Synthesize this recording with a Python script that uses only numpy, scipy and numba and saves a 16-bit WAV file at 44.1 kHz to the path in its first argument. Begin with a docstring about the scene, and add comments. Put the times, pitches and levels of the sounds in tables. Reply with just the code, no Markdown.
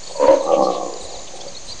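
"""Elephant growling in a muddy pool.

Two low growls trail off into a faint rumble: slow vocal-fold beats ring throat and trunk.
Air pockets plop in the water round its legs. Small birds chirp and chatter, insects buzz.
Light wind stirs a mono microphone that overloads on the loudest beats."""
import sys
import numpy as np
from scipy import signal
from scipy.fft import rfft, irfft
from scipy.io import wavfile
from scipy.ndimage import uniform_filter1d, minimum_filter1d
from numba import njit

SR = 44100
rng = np.random.default_rng(int(sys.argv[2]) if len(sys.argv) > 2 else 0)


def generate_wav(signal):
    """Clip the signal to [-1, 1] and save it as 16-bit WAV at the path in sys.argv[1]."""
    frames = np.transpose(np.atleast_2d(signal))
    scaled = np.clip(frames, -1, 1) * 32767
    pcm = np.round(scaled).astype(np.int16)
    wavfile.write(sys.argv[1], SR, pcm)


N = 79380

# Outdoor hiss. 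Each row: frequency in Hz, relative density in dB.
HISS_SPECTRUM = [(60, -47), (100, -8.5), (160, -3), (400, -6.5), (600, -3.5), (1150, -8), (1450, -16),
                 (1700, -12), (2200, -11.5), (2750, -12.5), (3670, -11), (4280, -6), (5400, -12),
                 (6300, -4), (6930, -7), (7490, -14), (8200, -17), (10000, -35.5), (13000, -69)]
# Wind on the microphone. Each row: time in seconds, level in dB.
WIND_LEVEL = [(0, -60), (.8, -54.5), (.95, -70), (1.05, -42.5), (1.4, -54.5), (1.62, -48.5), (1.7, -40.5),
              (1.8, -48)]
# Each row: start in seconds, end in seconds, pitch in Hz, pulses per second, level in dB.
INSECT_BUZZES = [(-.05, 0.273, 6960, 85, -44.5), (0.192, 0.62, 6314, 66, -45.5),
                 (0.831, 1.25, 7010, 73, -44), (1.157, 1.85, 6310, 54, -48)]
# Each row: time in seconds, vocal drive in dB.
RUMBLE_DRIVE = [(0, -74), (.06, -49), (0.107, -33.5), (.14, -48), (.85, -34.5), (0.981, -40.5),
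                (1.168, -37), (1.24, -44), (1.315, -46.5), (1.34, -37.5), (1.45, -40.5), (1.5, -51.5),
                (1.8, -52)]
# Resonances. Each row: width in Hz, gain in dB. Then their centres.
RUMBLE_THROAT, RUMBLE_HZ = [(110, -6), (110, 1.5), (190, -1.5), (220, -19)], [364.5, 528, 749, 1067]
# Each row: centre in seconds, length in seconds, pitch in Hz, slide in Hz per second, peak in dB.
BIRD_CHIRPS = [(0.038, .014, 4400, -15000, -33), (.076, 0.016, 4430, -1, -29.5),
               (0.124, 0.017, 4430, -25000, -33), (0.17, 0.02, 4480, -25000, -31.5),
               (0.221, 0.035, 4430, -25000, -34.5), (.272, 0.018, 4450, -15000, -29.5),
               (0.315, 0.018, 4080, -22000, -34.5), (0.356, 0.023, 4100, -38000, -35),
               (0.413, 0.045, 4000, -28000, -37.5), (0.46, .028, 3970, -28000, -36),
               (.652, .05, 4250, -3000, -33), (.94, 0.004, 4800, -9, -26.5),
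               (0.975, 0.03, 3900, -25000, -39), (1.015, 0.031, 3980, -32000, -34.5),
               (1.039, 0.028, 4600, -20000, -39), (1.054, 0.023, 4030, -28000, -33.5),
               (1.082, 0.049, 4580, -30000, -45), (1.098, 0.036, 4030, -30000, -36),
               (1.124, .026, 4620, -25000, -37), (1.15, 0.045, 4000, -30000, -35),
               (1.171, 0.011, 4650, -10000, -36), (1.194, 0.021, 4000, -25000, -35),
               (1.416, 0.025, 3380, 20021, -33.5), (1.485, 0.014, 4600, 5000, -30.5),
               (1.554, 0.017, 3880, -25000, -32.5), (1.573, 0.021, 4320, -18, -28.5),
               (1.691, 0.033, 4050, -7000, -32.5), (1.705, 0.03, 4250, 2, -31.5),
               (1.725, 0.021, 4680, -1, -26.5), (1.729, 0.019, 3950, -20000, -36),
               (1.793, 0.011, 3980, -20000, -34)]
# Each row: centre in seconds, length in seconds, band centre in Hz, width in Hz, level in dB.
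CHATTER_BURSTS = [(0.088, 0.11, 3760, 1860, -41), (0.14, 0.26, 7950, 1000, -48),
                  (.245, 0.14, 2480, 400, -46.5), (0.441, 0.037, 7740, 1020, -46),
                  (0.544, 0.072, 2840, 970, -36), (0.647, 0.083, 4680, 2200, -35.5),
                  (0.741, 0.12, 3620, 1900, -38), (1.035, 0.088, 8000, 1300, -45.5),
                  (1.281, .025, 3300, 1000, -39), (1.37, 0.034, 3700, 2200, -41.5),
                  (1.368, 0.06, 8450, 900, -51.5), (1.411, 0.029, 4820, 2000, -38),
                  (1.482, 0.016, 4330, 1500, -46), (1.702, 0.085, 4200, 1810, -39.5),
                  (1.688, 0.086, 8250, 690, -47.5)]

# First growl. Each row: time in seconds, fold beat rate in Hz.
FIRST_RATE = [(.154, 71), (.25, 71), (.285, 76), (.33, 73), (.42, 66)]
# Each row: time in seconds, vocal drive in dB.
FIRST_DRIVE = [(.15, -34.5), (.16, -26), (0.174, -37), (0.197, -18), (0.227, -13), (.255, -13.5),
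               (.268, -13.5), (0.277, -5.5), (0.309, -8.5), (0.32, -18.5), (0.332, -12.5), (0.352, -17.5),
               (0.367, -27), (0.421, -33.5)]
# Resonances, low to high. Each row: width in Hz, gain in dB.
FIRST_THROAT = [(75, -8.5), (85, 7), (95, -5)]
# Each row: time in seconds, three resonance centres in Hz, gain of lowest and of highest in dB.
FIRST_MOUTH = [(.16, 295, 586, 960, -18, 5), (.21, 293, 516, 939, -4.5, 3.5), (.24, 266, 540, 1002, 6, 4),
               (.262, 274, 520, 900, -5, 1.5), (.3, 326, 557.3, 983, 4, 2.5),
               (.335, 332, 552, 847, 6.5, -6.5), (.37, 284, 541, 900, 6, -10), (.42, 301, 542, 968, 3, 0)]

# Second growl. Each row: time in seconds, fold beat rate in Hz.
SECOND_RATE = [(.4255, 79.4), (.501, 79.4), (.529, 96), (.539, 70), (.609, 70), (.639, 63.5), (.96, 60)]
# Each row: time in seconds, vocal drive in dB.
SECOND_DRIVE = [(0.422, -32.5), (0.475, -24), (0.487, -19.5), (0.519, -19), (.535, -11.5), (.549, -22),
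                (.565, -20.5), (0.577, -18), (.612, -14), (.645, -21), (.67, -18), (.73, -26), (.86, -33),
                (.97, -37.5)]
# Resonances, low to high. Each row: width in Hz, gain in dB.
SECOND_THROAT = [(40, -11.5), (81.5, -5), (94.7, 4.5), (120, -1.5), (114, -5.5)]
# Each row: time in seconds, five resonance centres in Hz, gain of low pair and of high pair in dB.
SECOND_MOUTH = [(.44, 189, 340, 537, 810, 1103, 3.5, -0.5), (.5, 194, 325, 533, 790, 1195, -6.5, 0.5),
                (.538, 185, 344, 523, 777, 1100, -7.5, -5.5), (.565, 176, 304, 555, 790, 1133, 5, 1.5),
                (.61, 188, 310, 556, 807, 1072, 1, -1), (.67, 179, 330, 505, 755, 1146, 4, 0),
                (.75, 188, 345, 520, 720, 1100, 2, 4.5), (.85, 190, 318, 520, 740, 1075, 4, 2),
                (.96, 185, 347, 469, 704, 1004, 4, -2)]

# Water round the legs. Each row: start in seconds, pitch in Hz, decay in seconds, peak in dB.
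WATER_PLOPS = [(.94, 470, .015, -33), (1.466, 555, .02, -25)]

THUMP_AT_S, THUMP_LENGTH_S = .286, .028


def undb(db):
    """Decibels to gain."""
    return 10 ** (np.asarray(db) / 20)


def unit(x):
    """Scale to rms 1."""
    return x / np.sqrt(np.mean(x ** 2) + 1e-18)


def time_s():
    """Time of each sample."""
    return np.arange(N) / SR


def curve(rows):
    """Join (seconds, value) rows by straight lines."""
    return np.interp(time_s(), *np.array(rows, float).T)


def columns(rows):
    """One curve per column after the time."""
    return [curve(np.array(rows)[:, [0, k]]) for k in range(1, len(rows[0]))]


def swell(centre_s, length_s):
    """Half-cosine envelope."""
    return np.cos(np.pi * np.clip((time_s() - centre_s) / length_s, -.5, .5))


def gate(start_s, end_s, fade_s):
    """On between two times, linear fades outside them."""
    return np.clip(np.minimum(time_s() - start_s, end_s - time_s()) / fade_s + 1, 0, 1)


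def cut(x, hz, kind, order=2):
    """Butterworth filter."""
    return signal.sosfilt(signal.butter(order, hz, kind, fs=SR, output="sos"), x)


def wander(hz):
    """Low-passed noise, rms 1."""
    return unit(cut(rng.standard_normal(N), hz, "low"))


def noise_band(hz, width_hz):
    """Noise twice through one resonance, rms 1."""
    b, a = signal.iirpeak(hz, hz / width_hz, fs=SR)
    return unit(signal.lfilter(b, a, signal.lfilter(b, a, rng.standard_normal(N))))


@njit
def resonate(x, hz, width_hz):
    """State-variable band-pass, gain 1 at its moving centre."""
    y = np.empty(len(x))
    band_state, low_state = 0., 0.
    for i in range(len(x)):
        g = np.tan(np.pi * hz[i] / SR)
        damping = width_hz / hz[i]
        band = (band_state + g * (x[i] + 1e-18 - low_state)) / (1 + g * (g + damping))
        band_state = 2 * band - band_state
        low_state += 2 * g * band
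        y[i] = damping * band
    return y


def hiss(level_db=-39.5):
    """Steady outdoor air: shaped noise."""
    hz, db = np.array(HISS_SPECTRUM, float).T
    bins_hz = np.fft.rfftfreq(N, 1 / SR)
    colour = undb(np.interp(np.log(bins_hz + 1), np.log(hz), db))
    return undb(level_db) * unit(irfft(rfft(rng.standard_normal(N)) * colour, N))


def wind():
    """Low gusts buffet the microphone."""
    return undb(curve(WIND_LEVEL)) * unit(cut(wander(55), 26, "high"))


def insects(sag_hz=450):
    """Trains of short pulses, each sagging in pitch, over a steady shrill chorus."""
    out = undb(-48.5) * noise_band(6640, 1000)
    for start_s, end_s, hz, rate_hz, db in INSECT_BUZZES:
        cycles = np.cumsum(rate_hz * (1 + .064 * wander(25))) / SR
        position = cycles % 1 - .5
        pitch_hz = hz - sag_hz * position + 50 * wander(400)
        pulses = np.exp(-(position / .28) ** 2) * undb(2 * wander(36))
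        tone = np.sin(2 * np.pi * np.cumsum(pitch_hz) / SR)
        out += undb(db) * gate(start_s, end_s, .016) * unit(pulses * tone)
    return out


def vocal_folds(rate_rows, jitter_cycles, shimmer_db, breath, puff_cycles):
    """Uneven beats from the first row's time on, each with a decaying puff of turbulence."""
    cycles = np.cumsum(curve(rate_rows) * (time_s() >= rate_rows[0][0])) / SR
    count = int(cycles[-1])
    timing, strength = rng.standard_normal((200, 2))[:count].T
    beat_cycles = np.maximum(np.arange(count) + jitter_cycles * timing, 1e-9)
    pulses = np.zeros(N + 1)
    np.add.at(pulses, np.searchsorted(cycles, beat_cycles), undb(shimmer_db * strength))
    puffs = unit(np.exp(-(cycles % 1) / puff_cycles) * rng.standard_normal(N))
    return unit(pulses[:N]) + breath * puffs


def vocal_drive(rows):
    """Beat strength as a gain, faded out beyond the rows."""
    return undb(curve(rows)) * gate(rows[0][0], rows[-1][0], .02)


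def throat(beats, resonances, centres_hz, gains_db, low_hz, top_hz):
    """Beats ring steep throat and trunk resonances, each struck a little differently each time."""
    out = 0
    for k, ((width_hz, db), centre_hz, gain_db) in enumerate(zip(resonances, centres_hz, gains_db)):
        hz = centre_hz * (1 + .012 * wander(25))
        flutter_db = 1.5 * wander(30)
        ringing = beats * undb(db + gain_db + flutter_db)
        for _ in range(2):
            ringing = resonate(ringing, hz, float(width_hz))
        out += (-1) ** k * ringing
    power_gain = sum(width_hz * undb(db) ** 2 for width_hz, db in resonances) * np.pi / (2 * SR)
    out = cut(out, top_hz, "low", order=10)
    return cut(out, low_hz, "high", order=4) / np.sqrt(power_gain)


def rumble():
    """Faint, loose, breathy beats before, under and after the growls."""
    folds = vocal_folds([(0, 62.28), (1.8, 60.09)],
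                        jitter_cycles=.2048, shimmer_db=.5, breath=1, puff_cycles=.95)
    beats = unit(folds) * vocal_drive(RUMBLE_DRIVE)
    return throat(beats, RUMBLE_THROAT, RUMBLE_HZ, np.zeros(4), low_hz=193, top_hz=1340)


def birds(waver_hz=60):
    """Thin, wavering whistles, most sliding down."""
    out = 0
    for at_s, length_s, hz, slide_hz_per_s, db in BIRD_CHIRPS:
        offset_s = np.clip(time_s() - at_s, -length_s, length_s)
        pitch_hz = hz + slide_hz_per_s * offset_s + waver_hz * wander(300)
        out += undb(db) * swell(at_s, length_s) * np.sin(2 * np.pi * np.cumsum(pitch_hz) / SR)
    return out


def chatter():
    """Raspy bird chatter and spray: brief bursts of treble noise."""
    return sum(undb(db) * swell(at_s, length_s) * noise_band(hz, width_hz)
               for at_s, length_s, hz, width_hz, db in CHATTER_BURSTS)


def first_growl(rasp_db=-23.5):
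    """Near-even beats ring tightly; a rasp rides the hardest push."""
    folds = vocal_folds(FIRST_RATE, jitter_cycles=.02, shimmer_db=.8, breath=.15, puff_cycles=.4)
    drive = vocal_drive(FIRST_DRIVE)
    *centres_hz, low_db, high_db = columns(FIRST_MOUTH)
    body = throat(folds * drive, FIRST_THROAT, centres_hz, [low_db, 0, high_db], low_hz=200, top_hz=1490)
    push = np.sqrt(drive * np.max(drive)) * gate(.24, .36, .058)
    burst = swell(THUMP_AT_S, THUMP_LENGTH_S / 2)
    return body + undb(rasp_db) * (push + burst) * noise_band(1220, 1700)


def thump(hz=78, level_db=-27):
    """One soft, low pulse at the height of the first growl."""
    tone = np.sin(2 * np.pi * hz * (time_s() - THUMP_AT_S))
    return undb(level_db) * swell(THUMP_AT_S, THUMP_LENGTH_S) ** 2 * tone


def second_growl():
    """Longer and rougher, mouth more open; the beats slow as it fades."""
    folds = vocal_folds(SECOND_RATE, jitter_cycles=.05, shimmer_db=1.2, breath=.35, puff_cycles=.4)
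    beats = folds * vocal_drive(SECOND_DRIVE)
    *centres_hz, low_db, high_db = columns(SECOND_MOUTH)
    gains_db = [low_db, low_db, 0, high_db, high_db]
    return throat(beats, SECOND_THROAT, centres_hz, gains_db, low_hz=130, top_hz=1360)


def plops():
    """Air pockets ring briefly in the muddy water."""
    out = 0
    for start_s, hz, decay_s, db in WATER_PLOPS:
        age_s = np.maximum(time_s() - start_s, 0)
        out += undb(db) * np.exp(-age_s / decay_s) * np.sin(2 * np.pi * hz * age_s)
    return out


def bank_scatter(x, delay_s=.012, t60_s=.63, wet_db=-10.5):
    """Add thin reflections from the bank and trees."""
    tail = rng.standard_normal(N) * undb(-60 * time_s() / t60_s) * (time_s() > delay_s)
    return x + undb(wet_db) * signal.fftconvolve(x, tail / np.linalg.norm(tail))[:N]


def scene():
    """Open-air mix, the same in both channels."""
    elephant = first_growl() + second_growl() + rumble()
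    pool = bank_scatter(elephant + plops() + birds())
    mono = pool + chatter() + insects() + hiss() + wind() + thump()
    return np.array([mono, mono])


def record(dry, limit=.95, limit_s=.006, clip_level=.79, top_hz=10100, dc_offset=.022):
    """A fast limiter ducks the loudest beats, their tips still flatten; then treble cut and DC offset."""
    span = int(limit_s * SR)
    gain = limit / np.maximum(np.abs(dry), limit)
    limited = dry * uniform_filter1d(minimum_filter1d(gain, span), span)
    clipped = limited / (1 + (limited / clip_level) ** 12) ** (1 / 12)
    lowpass = signal.ellip(10, .2, 80, top_hz, fs=SR, output="sos")
    return signal.sosfilt(lowpass, clipped) + dc_offset


dry = scene()
out = record(dry)
generate_wav(out)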